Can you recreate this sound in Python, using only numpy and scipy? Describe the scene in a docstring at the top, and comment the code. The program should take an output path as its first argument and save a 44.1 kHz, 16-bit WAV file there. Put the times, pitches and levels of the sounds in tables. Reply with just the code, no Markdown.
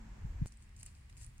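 """First you hear open-air hiss and wind bumping the microphone.
At a cut, with a dull tick, this windy background switches to a quieter one.
Then come short, crackling rustles with sharp snaps: two crows search the dry leaves under a tree,
a few metres away. Their beaks and feet sweep the litter, crack single leaves and knock on twigs.
The ground and trees scatter these sounds, while a low wind rumble and a faint hum lie underneath."""
import sys
import numpy as np
from scipy import signal
from scipy.fft import rfft, irfft
from scipy.io import wavfile
from scipy.ndimage import uniform_filter1d

SR = 44100
rng = np.random.default_rng(int(sys.argv[2]) if len(sys.argv) > 2 else 0)


def generate_wav(signal):
    """Clip the signal to [-1, 1] and save it as 16-bit WAV at the path in sys.argv[1]."""
    frames = np.transpose(np.atleast_2d(signal))
    scaled = np.clip(frames, -1, 1) * 32767
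    pcm = np.round(scaled).astype(np.int16)
    wavfile.write(sys.argv[1], SR, pcm)


N = 61739
TIME = np.arange(N) / SR

# strokes through the leaves (start/s, rise/s, fall/s, level/dB, crunch compared with rustle/dB)
STROKES = [(0.456, 0.0082, 0.012, -59, -14), (.520, 0.0012, 0.0056, -60, -28),
           (.575, 0.056, 0.026, -72.5, -14), (0.772, 0.028, 0.055, -64, -9.5),
           (.860, 0.0055, 0.028, -65.5, 0.5), (.945, 0.0073, 0.096, -73.5, -24),
           (1.094, 0.0026, .008, -65, -15.5), (1.172, 0.0027, 0.018, -59.5, -18),
           (1.176, 0.04, 0.034, -60.5, -15), (1.205, 0.028, 0.028, -62.5, -14)]
# tone of the rustle on top and of the crunch below (f/Hz, level/dB)
RUSTLE_TONE = [(400, -29), (1000, -20), (2400, -7.5), (3300, -19.5), (4400, -7), (6000, -7), (7400, -2),
               (8200, -2), (9500, -1.5), (10500, -10), (11700, -18), (14500, -32), (16000, -38.5)]
CRUNCH_TONE = [(400, -14), (1200, -7), (2000, -3), (2700, 4), (3400, -8), (4500, 2.5), (6000, -3),
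               (11000, -30)]
def leaf_sweeps():
    """Leaves slide over each other with each stroke; deep strokes crunch the litter below."""
    top_power, deep_power = np.zeros((2, N))
    for start, rise, fall, db, crunch_db in STROKES:
        t = TIME - start
        stroke = amp(db) * np.clip(t / rise, 0, 1) * np.exp(-np.maximum(t - rise, 0) / fall)
        top_power += stroke ** 2
        deep_power += (stroke * amp(crunch_db)) ** 2
    return crackle(top_power, RUSTLE_TONE) + crackle(deep_power, CRUNCH_TONE)


def crackle(power, tone, clicks_per_s=5000, spread_db=4.2):
    """Rubbing leaves make thousands of tiny clicks of uneven size."""
    sizes = amp(spread_db * np.minimum(rng.exponential(1, (3, N)), 4))
    clicks = sizes * rng.choice([-1, 1], (3, N))
    clicks *= rng.random((3, N)) < clicks_per_s / SR
    streams = [colour(unit_level(row) * np.sqrt(power), tone) for row in clicks]
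    return two_ears(*streams, shared=0.41)


# leaves cracking (t/s, level/dB, ring f/Hz, length/s, left minus right/dB, crack compared with ring/dB)
LEAF_SNAPS = [(.4706, -53.5, 8900, 0.00084, 9, -6), (.4712, -54.5, 6260, 0.0013, 7, -17),
              (0.4764, -56.5, 8200, 0.0009, -17, -20), (0.4808, -60, 7300, 0.0023, -14, -5),
              (0.4947, -68, 7870, 0.00089, -13, -8), (.5225, -65, 5700, 0.0027, -13, -10),
              (.5390, -66.5, 7940, 0.0015, -12, -3), (0.572, -55.5, 8200, 0.00079, 1.5, -12),
              (0.623, -62, 8300, 0.0034, -3, -3), (0.6405, -62, 7100, 0.0006, -9, -14),
              (.6930, -64, 7600, 0.0011, -6, -4), (0.7642, -58.5, 7540, 0.0031, -5, -2.5),
              (0.769, -60, 8700, 0.0012, -5, -2), (0.777, -62, 7160, 0.0013, -5, -3),
              (.790, -62, 7800, .0015, -6, -11), (0.7973, -55, 9450, 0.0018, 1, -6),
              (.8085, -54, 9700, 0.00086, 1, 14), (.8125, -62, 4970, 0.0015, -12, -9),
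              (.8300, -43.5, 7800, 0.0013, -4, -5.5), (0.8313, -49, 9940, 0.0018, -4, -19),
              (0.8564, -57, 8870, 0.00063, 12, 12), (.8624, -43.5, 9400, 0.0011, -3.5, 4.5),
              (0.8647, -53, 7500, 0.0018, 3.5, -14), (0.951, -62, 4960, 0.0016, 4, -8),
              (1.098, -63, 8800, 0.0016, -9, -2), (1.1265, -62.5, 4460, 0.0015, -1.5, -3.5),
              (1.158, -67, 8500, .0008, 0, -6), (1.1686, -54, 6900, 0.00052, -2, -1),
              (1.1735, -56, 7100, 0.0019, -6, -16), (1.2125, -55, 7700, 0.0015, 5, -13),
              (1.2215, -52.5, 7500, 0.0011, -12, -21), (1.232, -54.5, 7800, .0015, -1, 3),
              (1.2455, -45.5, 8800, 0.00071, -3, -6), (1.2645, -49, 9400, 0.00047, -8, -6),
              (1.375, -65.5, 8500, 0.00077, 3, -10), (1.38, -60, 9520, 0.0022, -3.5, 8)]
# tone of a crack (f/Hz, level/dB)
CRACK_TONE = [(400, -23), (1000, -20), (1700, -15.5), (2500, -4), (3400, -15.5), (4600, -6), (6000, -3),
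              (7500, 2.5), (9800, 3.5), (11700, -11), (14800, -9.5), (16000, -22)]
def leaf_snap(db, hz, length, pan_db, crack_db, rise_s=0.00048, ring_width_hz=920):
    """A dry leaf cracks: a quick burst of tiny breaks makes it ring."""
    t = TIME[:1024]
    shape = np.minimum(t / rise_s, 1) * np.exp(-(t / length) ** 2)
    bursts = two_ears(*rng.standard_normal((3, len(t))), shared=0.88) * shape
    crack = np.array([colour(burst, CRACK_TONE) for burst in bursts])
    leaf = np.exp(-np.pi * ring_width_hz * t) * np.sin(2 * np.pi * hz * t)
    ring = signal.fftconvolve(crack, leaf[None], axes=1)[:, :len(t)]
    sound = unit_level(unit_level(ring) + amp(crack_db) * unit_level(crack))
    return amp(db + left_right(pan_db)) * sound * np.sqrt(length * SR / len(t))


# knocks on twigs under the leaves (t/s, level/dB)
TWIG_KNOCKS = [(.8325, -57), (.8625, -57.5), (1.0975, -57.5), (1.1015, -60.5), (1.1685, -68),
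               (1.2125, -58.5), (1.227, -59)]
# notes a twig rings with (f/Hz, level/dB, time to fade by 60 dB/s)
TWIG_NOTES = [(1890, 0, 0.011), (2670, 0, 0.0092), (3500, -2.5, 0.0061), (4700, -1.5, 0.0039)]
def twig_knock(db, contact_s=0.00058):
    """A beak or foot briefly scrapes a twig; each twig rings at a slightly different pitch."""
    t = TIME[:1024]
    tuning = 1 + 0.092 * rng.uniform(-0.72, 1)
    twig = sum(amp(note_db - 60 * t / fade_s) * np.sin(2 * np.pi * hz * tuning * t)
               for hz, note_db, fade_s in TWIG_NOTES)
    contact = rng.standard_normal((2, len(t))) * np.exp(-t / contact_s)
    knock = signal.fftconvolve(contact, twig[None], axes=1)[:, :len(t)]
    return amp(db) * unit_level(knock) * np.sqrt(contact_s * SR / len(t))


def echoes(x, fade_s):
    """Many small echoes blur into a tail that drops 60 dB in fade_s, different in each ear."""
    t = TIME[:SR // 2]
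    tail = rng.standard_normal((2, len(t))) * amp(-60 * t / fade_s) * np.minimum(t / 0.00065, 1)
    return signal.fftconvolve(x, tail / np.linalg.norm(tail[0]), axes=1)[:, :N]


# wind hitting the microphone (t/s, level/dB, f/Hz, half-length/s)
WIND_BUMPS = [(0.2516, -30, 100, 0.0039), (0.4184, -40.5, 232, 0.0053), (0.4245, -24.5, 132.7, 0.0062),
              (0.439, -32.5, 73, 0.012)]
def wind_bumps(lag_s=0.00095):
    """Swirls of air hit one microphone opening, then the other: short, low thumps."""
    out = np.zeros((2, N))
    for when, db, hz, half_length in WIND_BUMPS:
        t = TIME - when + left_right(lag_s)
        out -= amp(db) * np.exp(-(t / half_length) ** 2) * np.cos(2 * np.pi * hz * t)
    return out


# tone of the rumble before and after the cut (f/Hz, level/dB)
RUMBLE_BEFORE = [(12, -27), (28, 7), (55, -0.5), (95, -6.5), (150, -23.5), (250, -26.5), (380, -35.5),
                 (900, -65)]
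RUMBLE_AFTER = [(12, -38), (28, 1.5), (55, 4), (120, -5), (170, -16), (230, -23.5), (320, -28),
                (700, -50.5)]
# strength of that rumble over time (t/s, level/dB)
GUSTS_BEFORE = [(0, -52.5), (.12, -50), (.2, -50), (0.275, -39.5), (.33, -45), (.40, -40.5), (.46, -37)]
GUSTS_AFTER = [(.46, -55.5), (.68, -56.5), (.79, -53), (.92, -55.5), (1.03, -56), (1.15, -54.5),
               (1.252, -50), (1.33, -56), (1.4, -53.5)]
def wind_rumble(tone, gusts):
    """Churning air rumbles, louder with each gust."""
    noise = air_noise(tone)
    steady = noise / np.sqrt(uniform_filter1d((noise ** 2).mean(0), size=3500))
    return steady * amp(np.interp(TIME, *np.transpose(gusts)))


# tone of the hiss before and after the cut (f/Hz, level/dB)
HISS_BEFORE = [(100, 19), (200, 13), (270, 8.5), (400, 2), (600, -1), (930, 4), (1200, -1.5), (1700, 1),
               (2500, -4.5), (3300, -11), (5000, -12.5), (7600, -11), (8500, -19), (16000, -32.5)]
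HISS_AFTER = [(250, 5), (400, -1.5), (600, -3.5), (1000, 0.5), (1400, -2.5), (1900, 2), (2600, -1),
              (3400, -7), (5000, -7.5), (6500, -12), (9300, -8.5), (11500, -30), (16000, -28)]
def open_air(cut_at_s=0.4594, fade_s=0.003, tick_db=-37.5, tick_s=0.0022):
    """At a cut, with a dull tick, the windy background switches to a quieter one."""
    before = amp(-57) * air_noise(HISS_BEFORE) + wind_rumble(RUMBLE_BEFORE, GUSTS_BEFORE) + wind_bumps()
    after = amp(-69.5) * air_noise(HISS_AFTER) + wind_rumble(RUMBLE_AFTER, GUSTS_AFTER)
    after_cut_share = .5 + .5 * np.tanh((TIME - cut_at_s) / fade_s)
    out = before * (1 - after_cut_share) + after * after_cut_share
    add(out, cut_at_s, amp(tick_db) * np.exp(-TIME / tick_s))
    return out


# how alike the air sounds in the two ears (f/Hz, likeness from 0 to 1)
EAR_LIKENESS = [(30, 1), (130, 0.98), (290, 0.22), (640, 0), (1400, 0.062), (3000, 0), (16000, 0)]
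def air_noise(tone):
    """Steady noise whose deep bass is alike in both ears."""
    hz = np.fft.rfftfreq(N, 1 / SR)
    mid, side = np.exp(2j * np.pi * rng.random((2, len(hz))))
    likeness = value_at(EAR_LIKENESS, hz)
    mid *= np.sqrt(1 + likeness)
    side *= np.sqrt(1 - likeness)
    spectrum = np.array([mid + side, mid - side]) * amp(value_at(tone, hz))
    return unit_level(irfft(spectrum, N))


# humming notes (start/s, level/dB, f/Hz, fade/dB per second)
HUM_NOTES = [(0, -55.5, 206, 61), (.46, -67.5, 213.3, 16)]
def hum(waver_hz=8):
    """A faint, low hum wavers and dies away."""
    out = np.zeros(N)
    for start, db, hz, fade in HUM_NOTES:
        pitch = hz + waver_hz * unit_level(uniform_filter1d(rng.standard_normal(N), size=1500))
        add(out, start, np.sin(2 * np.pi * np.cumsum(pitch) / SR) * amp(db - fade * TIME))
    return out


def amp(db):
    """Turns decibels into a multiplier."""
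    return 10 ** (np.asarray(db) / 20)


def unit_level(x):
    """Scales a sound to an average (rms) level of 1."""
    return x / np.sqrt(np.mean(x ** 2) + 1e-20)


def left_right(difference):
    """Splits a difference: half up on the left, half down on the right."""
    return difference * np.array([[.5], [-.5]])


def two_ears(both, left, right, shared):
    """Blends a sound both ears share with each ear's own."""
    return np.sqrt(shared) * both + np.sqrt(1 - shared) * np.array([left, right])


def value_at(table, hz):
    """Reads between a table's rows, along a log-frequency scale."""
    row_hz, values = np.transpose(table)
    return np.interp(np.log(hz + 1), np.log(row_hz), values)


def add(mix, start_s, sound):
    """Mixes a sound in at start_s."""
    part = mix[..., round(start_s * SR):][..., :sound.shape[-1]]
    part += sound[..., :part.shape[-1]]


def colour(x, tone):
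    """Gives a sound a tone, using a filter that rings only after each click."""
    log_gain = np.log(amp(value_at(tone, abs(np.fft.fftfreq(2048, 1 / SR)))))
    taps = np.fft.ifft(np.exp(np.conj(signal.hilbert(log_gain)))).real[:512]
    return signal.fftconvolve(x, taps / np.linalg.norm(taps))[:len(x)]


def scene():
    """The crows work slightly to the right; ground and trees scatter their sound."""
    crows = leaf_sweeps()
    for when, *snap in LEAF_SNAPS:
        add(crows, when, leaf_snap(*snap))
    for when, db in TWIG_KNOCKS:
        add(crows, when, twig_knock(db))
    crows[0] = np.roll(crows[0], 4)  # the left ear hears them 4 samples later
    ground = amp(-9.5) * echoes(crows, fade_s=0.022)
    trees = amp(-13.5) * echoes(crows, fade_s=0.42)
    return crows + ground + trees + open_air() + hum()


# balance of the two microphone openings (f/Hz, left minus right/dB)
MIC_BALANCE = [(100, 0.5), (250, 0.5), (500, 0), (1000, -0.5), (2200, -2), (4000, 0.5), (6000, -0.5),
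               (7600, 8), (8600, 0.5), (9600, -1.5), (10800, -2), (12500, 3), (16000, 2)]
def record(dry, top_hz=16000):
    """Each microphone opening has its own tone; the highest treble is cut off."""
    balance_db = value_at(MIC_BALANCE, np.fft.rfftfreq(N, 1 / SR))
    heard = irfft(rfft(dry) * amp(left_right(balance_db)), N)
    treble_cut = signal.firwin(511, top_hz, window=("kaiser", 9), fs=SR)
    return signal.oaconvolve(heard, treble_cut[None], "same")


dry = scene()
out = record(dry)
generate_wav(out)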